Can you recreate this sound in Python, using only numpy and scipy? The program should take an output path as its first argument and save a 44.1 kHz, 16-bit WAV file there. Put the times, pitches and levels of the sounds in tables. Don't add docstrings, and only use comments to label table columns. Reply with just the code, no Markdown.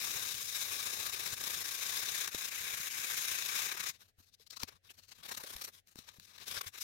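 import sys
import numpy as np
from scipy import signal
from scipy.fft import rfft, irfft, next_fast_len
from scipy.io import wavfile
from scipy.ndimage import uniform_filter1d, map_coordinates

SR = 44100
rng = np.random.default_rng(int(sys.argv[2]) if len(sys.argv) > 2 else 0)


def digitize_waveform(pressure):
    field = np.atleast_2d(pressure).T
    bounded = np.clip(field, -1, 1)
    quanta = np.round(bounded * 32767).astype(np.int16)
    wavfile.write(sys.argv[1], SR, quanta)


N = 301203

# first and last stroke in seconds, strokes per
# second, first and last level in dB, push over return in dB, stroke length in seconds, fullness in dB,
# slide off the glass from 0 to 1.
STROKE_RUNS = [(0.016, 0.261, 32, -36.5, -37.5, -1, 0.035, 0, 0.02),
               (0.287, 0.412, 33, -37, -41, -1, 0.032, -3.5, 0.07),
               (0.42, 0.526, 32, -40.5, -38.5, 2, 0.039, -4.5, 0),
               (0.562, 0.622, 31, -36.5, -37.5, 4, 0.033, -3, 0.08),
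               (0.657, 0.761, 30, -40, -38, 1.5, 0.042, -0.5, 0),
               (0.8, 0.972, 30, -36.5, -37.5, 3.5, 0.033, -0.5, .05),
               (1.002, 1.097, 31, -36, -36.5, 2.5, 0.029, -0.5, 0.15),
               (1.138, 1.333, 31, -38, -37.5, 4, 0.03, 0.5, 0.18),
               (1.379, 1.443, 30, -41, -37, -1, .026, 2, 0), (1.473, 1.615, 29, -37, -36.5, 0, 0.034, 0, 0),
               (1.656, 1.75, 32, -37.5, -37, -0.5, 0.032, -1, 0.05),
               (1.793, 1.969, 28, -37, -35.5, -1.5, 0.038, -1.5, 0.1),
               (1.999, 2.247, 32, -36, -36, -2, 0.031, 0, 0.18),
               (2.355, 2.451, 31, -40.5, -36.5, -1, .033, -0.5, 0.1),
               (2.525, 2.74, 32, -39.5, -36, -0.5, 0.032, 1.5, 0.04),
               (2.779, 2.871, 34, -39, -37, 0, 0.033, 1.5, 0),
               (2.917, 3.143, 31, -39, -35.5, 1.5, 0.035, 0.5, 0.1),
               (3.183, 3.458, 29, -34, -36, -0.5, .033, -2, 0.13),
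               (3.493, 3.66, 29, -36, -34.5, 1, 0.038, 0, 0.25),
               (3.693, 3.777, 36, -36, -40.5, -1.5, 0.022, 4, 0.3),
               (3.806, 3.87, 31, -37.5, -35, 1, 0.023, 2, 0.44),
               (5.26, 5.322, 33, -44.5, -40, 2.5, 0.019, 4, 0.2),
               (5.349, 5.38, 32, -44, -38, -0.5, .015, 1.5, 0.1),
               (5.408, 5.537, 33, -47.5, -44.5, 0.5, 0.024, 0.5, 0),
               (6.483, 6.55, 30, -40.5, -40.5, -2, 0.03, -0.5, 0.1)]
# time in seconds, level in dB, length in seconds,
# fullness in dB, slide off the glass from 0 to 1.
BRUSHES = [(2.286, -40.5, 0.02, 2, 0.4), (2.327, -44, .034, 3, 0.1), (2.484, -39.5, 0.024, 1, 0.3),
           (3.893, -37, 0.029, -3, 0.28), (3.948, -59, 0.04, -1, 1), (4.018, -56.5, 0.029, 2, 0.1),
           (4.2, -62.5, 0.029, 5, 0), (4.344, -56.5, 0.014, -16, 0.94), (4.418, -61.5, 0.037, -3, 0.5),
           (4.471, -54.5, 0.012, -11, 0.9), (4.509, -43, 0.0087, -17, 0.8), (4.533, -50.5, 0.028, 7, 1),
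           (4.571, -43.5, 0.014, -10, 0.8), (4.602, -44, 0.0099, -13, 1), (4.627, -45, 0.033, 2, 0.6),
           (4.687, -46.5, 0.018, 3.5, .7), (4.722, -64, 0.042, 8, 0.8), (4.908, -51, 0.018, 0, 0.15),
           (4.99, -56, 0.026, 2, .3), (5.04, -60, 0.033, -5, .5), (5.092, -56.5, 0.022, -4, .8),
           (5.122, -51, 0.02, 2, 1), (5.585, -51.5, 0.084, 3, 0), (5.62, -40.5, 0.015, -0.5, 0),
           (5.648, -39.5, 0.018, -8, 0), (5.683, -47, 0.025, 5, 0), (5.747, -56.5, 0.035, -1.5, 0.14),
           (5.99, -54, 0.042, -2.5, 0.26), (6.089, -50.5, 0.022, 3.5, 0.9), (6.17, -63, 0.022, 3, 0.06),
           (6.253, -56.5, 0.016, -6, .5), (6.303, -59, 0.041, 4, 0.7), (6.358, -55.5, .034, 1, 1),
           (6.423, -49, 0.045, 4, 0.8), (6.576, -38.5, 0.034, 0.5, 0.5), (6.642, -49.5, .024, 8, 0),
           (6.675, -42, 0.026, -2, 0), (6.753, -48, 0.033, 5, 0.6), (6.784, -44, 0.018, 1, 0.2),
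           (6.819, -38, 0.023, -13, 0)]
# start and end in seconds, level in dB.
RUSTLES = [(3.997, 4.1, -68), (4.221, 4.341, -68.5), (4.741, 4.78, -65.5), (4.853, 4.9, -63),
           (4.955, 4.97, -67), (5.148, 5.225, -60.5), (5.773, 5.825, -61.5), (5.895, 5.935, -62.5),
           (6.029, 6.413, -62)]
# time in seconds, roll onto the fingertip and looseness, both 0 to 1.
PAPER_HOLD = [(0, 0, 0), (1.6, 0, 0.13), (2.6, 0.57, 0), (3.88, 0.57, 0.08), (3.98, 0.14, 0.62),
              (6.4, 0, 0.4), (6.5, 0, 0.42), (6.83, 0.5, 0.1)]
# frequency in Hz, gain in dB.
RASP_SPECTRUM = [(150.0, -13.5), (450.0, -7.5), (650.0, -9.5), (1000.0, -1.5), (3000.0, -2), (4500.0, -4),
                 (8000.0, -6), (15800.0, -10)]
# centre and width in Hz, then the boost in dB
RESONANCES = [(1163, 65, 16, 8.5, 0), (1650, 165, 6.5, 2, -2.5), (2344, 620, 8, 7.5, 2),
              (3780, 630, 10.5, 7, 8.5), (5330, 1030, 7, 6.5, 6), (6590, 1100, 7, 9.5, -1.5),
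              (11700, 2050, 2.5, 2.5, 5)]
# frequency in Hz, extra dB per dB of bite.
PRESSURE_BOOST = [(200, 2.5), (1200, 1.64), (2400, 1.49), (3900, 1.62), (6000, 1.5), (12000, 1.75)]
# time in seconds, relative level in dB, length in seconds.
CASE_TAPS = [(2.278, -33, 0.0057), (2.348, -35, .005), (4.399, -61, 0.0028), (4.634, -29.5, 0.0035),
             (5.237, -49, 0.014), (5.438, -41.5, .004), (5.566, -40, 0.0046), (5.874, -57.5, .003),
             (5.958, -49, .0023), (5.99, -47.5, 0.0062), (6.09, -52, .0046), (6.199, -46.5, .002),
             (6.384, -48.5, 0.0077), (6.615, -36, 0.0083)]
# time in seconds, relative level in dB, length in seconds,
# pitch in Hz.
SHEET_FLEXES = [(4.573, -47, 0.011, 1160), (4.608, -49, 0.019, 1170), (4.903, -50, 0.02, 2750),
                (5.315, -41.5, 0.019, 950), (5.318, -45, 0.018, 1730), (5.384, -51, 0.012, 1190),
                (5.408, -46.5, .019, 950), (5.446, -50, 0.016, 625), (6.087, -58, 0.011, 950),
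                (6.573, -43, 0.018, 1570), (6.612, -36.5, .005, 1340)]
# start in seconds, relative level in dB, pitch in Hz,
# seconds to fall 60 dB.
WATCH_JOLTS = [(0.156, -49, 130, 0.082), (1.263, -52, 200, 0.045), (1.329, -42, 116, 0.048),
               (2.347, -28.5, 397, 0.0089), (2.349, -45, 130, 0.048), (2.739, -47, 121, .05),
               (2.8, -47, 135, 0.045), (3.663, -46, 406, 0.035), (3.75, -49, 380, .03),
               (3.8, -48, 200, 0.028), (3.893, -50, 149, .04), (4.184, -57, 86, 0.14),
               (4.201, -62, 250, 0.042), (4.4, -61.5, 447, .05), (4.633, -43, 89, 0.066),
               (4.636, -35.5, 256, 0.02), (5.439, -41.5, 405, 0.025), (5.554, -46, 51, .09),
               (5.958, -39.5, 250, 0.01), (5.989, -39.5, 221, 0.012), (6.185, -48, 160, 0.024),
               (6.572, -48.5, 104, 0.1), (6.664, -48.5, 92.5, 0.11)]
# frequency in Hz, relative level in dB.
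DRAG_SPECTRUM = [(20, -29), (50, -5), (90, 1.5), (140, -1.5), (240, -6), (500, -33), (1500, -100)]
# frequency in Hz, relative level in dB.
ROOM_SPECTRUM = [(18, -37.5), (30, 4), (120, -23.5), (561, -15), (808, -17), (1020, -30.5), (1910, -18),
                 (3680, -23.5), (15500, -38)]
# frequency in Hz, likeness from 0 to 1.
PORT_LIKENESS = [(100, 0.53), (250, 0.2), (500, 0.63), (1000, 0.82), (1700, 0.66), (2600, 0.26),
                 (4000, 0.063), (7000, 0.047)]
# frequency in Hz, delay in seconds.
RIGHT_LAG = [(100, .0001), (250, 0.00012), (450, 0.00032), (750, 0.00051), (1000, .00052), (1320, 0.00043),
             (1550, 0.00058), (2100, 0.00066), (4000, 0.000515)]
# frequency in Hz, gain against the left in dB.
RIGHT_SHADE = [(220.0, -21), (500.0, -5), (1000.0, -10), (1400.0, -2), (2200.0, -15.5), (3000.0, -7),
               (3900.0, -15.5), (4900.0, -10.5), (7700.0, -12.5), (9000.0, -1), (10400.0, -11),
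               (11700.0, -2.5), (14000.0, 1), (15800.0, -22)]
# centres in Hz of the low, body, presence and air bands.
GRIP_BANDS_HZ = [550, 1800, 4800, 10500]
FLAT_FINGER, ON_FINGERTIP = (0.5, -3, 4, 0.5), (-4.5, 4, 4.5, -2)
LOOSE_SHEET, SLID_ASIDE = (8, -2, 1.1, -4), (-4.5, -1, -7, 6)
PER_DB_FULLNESS = (1, 0.78, 0.16, -0.099)
TOP_HZ = 15900


def rasp(moves, effort, tap_gain_db=1.0):
    force = effort * grit()
    force += amp(tap_gain_db) * swells(CASE_TAPS) * rng.standard_normal((2, N))
    frames = dict(fs=SR, nperseg=512, noverlap=384)
    hz, t, spectrum = signal.stft(at_ports(force), **frames)
    _, sound = signal.istft(spectrum * rasp_colour(hz, t, moves, effort), **frames)
    return sound[:, :N]


def grit(catches_per_s=1500, catch_db=-11, crackles_per_s=700, crackle_db=-9, chatter_db=1.0):
    def snaps(per_s):
        return unit((rng.random(N) < per_s / SR) * rng.uniform(-0.69, 1, (2, N)))

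    _, loose = paper_hold(np.arange(N) / SR)
    hiss = rng.standard_normal((2, N))
    catches = amp(catch_db) * snaps(catches_per_s)
    crackle = loose * amp(crackle_db) * snaps(crackles_per_s)
    chatter = amp(chatter_db * wobble(per_s=300))
    return unit((hiss + catches + crackle) * chatter)


def strokes(scatter_s=0.0007, scatter_db=0.6):
    rows = list(BRUSHES)
    for first, last, rate, first_db, last_db, push_db, length, fullness, aside in STROKE_RUNS:
        count = round((last - first) * rate) + 1
        late, louder = rng.standard_normal((count, 2)).T
        times = np.linspace(first, last, count) + scatter_s * late
        to_and_fro = push_db / 2 * (-1) ** np.arange(count)
        levels = np.linspace(first_db, last_db, count) + to_and_fro + scatter_db * louder
        rows += [(s, db, length, fullness, aside) for s, db in zip(times, levels)]
    return np.array(sorted(rows))


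def rasp_colour(hz, t, moves, effort, bend_octaves=0.17, aside_octaves=0.033):
    tip, loose, aside, (low_db, body_db, air_db, right_cut_db) = grip(t, moves)
    wander = np.interp(t, np.arange(N) / SR, wobble(per_s=9))
    stretch = 2 ** (loose * bend_octaves * wander + aside_octaves * aside)
    low_cut_db = 10 * np.log10(1 + (130 / (hz + 1)) ** 4)
    db = (along(RASP_SPECTRUM, hz) - low_cut_db)[:, None]
    for centre, width, flat_db, tip_db, loose_db in RESONANCES:
        pressed_db = (1 - tip) * flat_db + tip * tip_db
        peak_db = (1 - loose) * pressed_db + loose * loose_db
        detune = 2 * (hz[:, None] - centre * stretch) / (width * (1 + loose))
        db = db + peak_db * 0.5 ** (detune ** 2)
    for band, band_db in zip(np.eye(4), [low_db, body_db, np.zeros(len(t)), air_db]):
        db += np.outer(along(np.c_[GRIP_BANDS_HZ, band], hz), band_db)
    firmness = 1 - 0.74 * loose
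    db += np.outer(along(PRESSURE_BOOST, hz), firmness * bite(t, effort))
    db += (1 + 0.9 * loose) * flicker(db.shape)
    right_db = db + along(RIGHT_SHADE, hz)[:, None] - right_cut_db
    return unit(amp([db, right_db]) * (hz < TOP_HZ)[:, None], axis=(0, 1))


def grip(t, moves):
    tip, loose = paper_hold(t)
    times, _, _, *manner = moves.T
    fullness, aside = [np.interp(t, times, column) for column in manner]
    shares = [(1 - loose) * (1 - tip), (1 - loose) * tip, loose, aside, fullness]
    tones = np.transpose([FLAT_FINGER, ON_FINGERTIP, LOOSE_SHEET, SLID_ASIDE, PER_DB_FULLNESS])
    return tip, loose, aside, tones @ shares


def paper_hold(t):
    times, tip, loose = np.transpose(PAPER_HOLD)
    return np.interp(t, times, tip), np.interp(t, times, loose)


def bite(t, effort, mean_s=0.026, limit_db=5):
    level = 20 * np.log10(effort + 1e-4)
    over = level - uniform_filter1d(level, int(mean_s * SR))
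    return np.interp(t, np.arange(N) / SR, np.clip(over, -limit_db, limit_db))


def flicker(shape, bins=5, frames=12):
    field = rng.standard_normal(shape)
    for _ in range(2):
        field = uniform_filter1d(field, bins, axis=0)
        field = uniform_filter1d(field, frames, axis=1)
    return unit(field)


def rustles(per_s=36, length_s=0.025, scatter_db=1):
    rows = []
    for start, end, db in RUSTLES:
        for s in np.arange(start, end, 1 / per_s):
            early, louder = rng.uniform(-1, 1, 2)
            rows.append((s - early / per_s / 2, db + scatter_db * louder, length_s))
    return rows


def sheet_flexes(gain_db=-1, right_db=-7, relative_width=0.26, size=8192):
    out = np.zeros((2, N + size))
    hz = np.fft.rfftfreq(size, 1 / SR)
    t = (np.arange(size) - size // 2) / SR
    for s, db, length, pitch in SHEET_FLEXES:
        noise = rfft(rng.standard_normal((2, size)))
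        ring = unit(irfft(noise * resonance(hz, pitch, relative_width * pitch)))
        start = round(s * SR) - size // 2
        out[:, start:start + size] += amp(db) * ring / np.cosh(2 * t / length) ** 2
    return at_ports(out[:, :N]) * amp([[gain_db], [gain_db + right_db]])


def watch_jolts(attack_s=0.00025, left_db=2, right_db=-7):
    out = np.zeros(N + SR)
    t = np.arange(SR // 5) / SR
    attack = 1 - np.exp(-t / attack_s)
    for s, db, hz, t60 in WATCH_JOLTS:
        decay = np.exp(-np.log(1000) * t / t60)
        start = round(s * SR)
        out[start:start + len(t)] += amp(db) * np.sin(2 * np.pi * hz * t) * attack * decay
    return out[:N] * amp([[left_db], [right_db]])


def watch_drag(effort, gain_db=-68, fingertip_db=-5, lump_db=4, inertia_s=0.031):
    tip, _ = paper_hold(np.arange(N) / SR)
    smooth_effort = np.abs(uniform_filter1d(effort, int(inertia_s * SR)))
    pull = unit(smooth_effort ** 0.52) * amp(fingertip_db * tip)
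    rumble = stereo_noise(DRAG_SPECTRUM, right_db=-5)
    lumps = amp(lump_db * wobble(per_s=25))
    return amp(gain_db) * pull * unit(rumble * lumps)


def room_tone(floor_db=-83, hum_db=-79, hum_hz=92, hum_width_hz=22):
    hum = unit(filtered(rng.standard_normal(N), lambda hz: resonance(hz, hum_hz, hum_width_hz)))
    floor = stereo_noise(ROOM_SPECTRUM, right_db=-1.5)
    return amp(floor_db) * floor + hum * amp([[hum_db], [hum_db - 6.5]])


def at_ports(pair):
    left, other = pair
    delay = lambda hz: np.exp(-2j * np.pi * hz * along(RIGHT_LAG, hz))
    shared = filtered(left, lambda hz: along(PORT_LIKENESS, hz) * delay(hz))
    separate = filtered(other, lambda hz: np.sqrt(1 - along(PORT_LIKENESS, hz) ** 2))
    return np.array([left, shared + separate])


def stereo_noise(spectrum, right_db):
    pair = at_ports(rng.standard_normal((2, N)))
    shaped = filtered(pair, lambda hz: amp(along(spectrum, hz)))
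    return unit(shaped * amp([[0], [right_db]]))


def swells(rows):
    power = np.zeros(N)
    for s, db, length in rows:
        i = np.arange(max(0, int((s - 2 * length) * SR)), min(N, int((s + 2 * length) * SR)))
        swell = amp(db) / np.cosh(2 * (i / SR - s) / length) ** 2
        power[i] += swell ** 2
    return np.sqrt(power)


def wobble(per_s):
    knots = rng.standard_normal(int(N * per_s / SR) + 4)
    return map_coordinates(knots, [np.arange(N) * per_s / SR])


def resonance(hz, centre, width):
    return 1 / (1 + (2 * (hz - centre) / width) ** 2)


def filtered(x, response):
    size = 2 * next_fast_len(N // 2 + SR // 10)
    hz = np.fft.rfftfreq(size, 1 / SR)
    return irfft(rfft(x, size) * response(hz), size)[..., :N]


def along(points, hz):
    knots_hz, values = np.transpose(points)
    return np.interp(np.log(hz + 1), np.log(knots_hz + 1), values)


def amp(db):
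    return 10 ** (np.asarray(db) / 20)


def unit(x, axis=None):
    return x / np.sqrt(np.mean(x ** 2, axis=axis) + 1e-20)


def scene():
    moves = strokes()
    effort = swells(list(moves[:, :3]) + rustles())
    return rasp(moves, effort) + sheet_flexes() + watch_jolts() + watch_drag(effort) + room_tone()


def record(dry):
    return filtered(dry, lambda hz: hz < TOP_HZ)


dry = scene()
out = record(dry)
digitize_waveform(out)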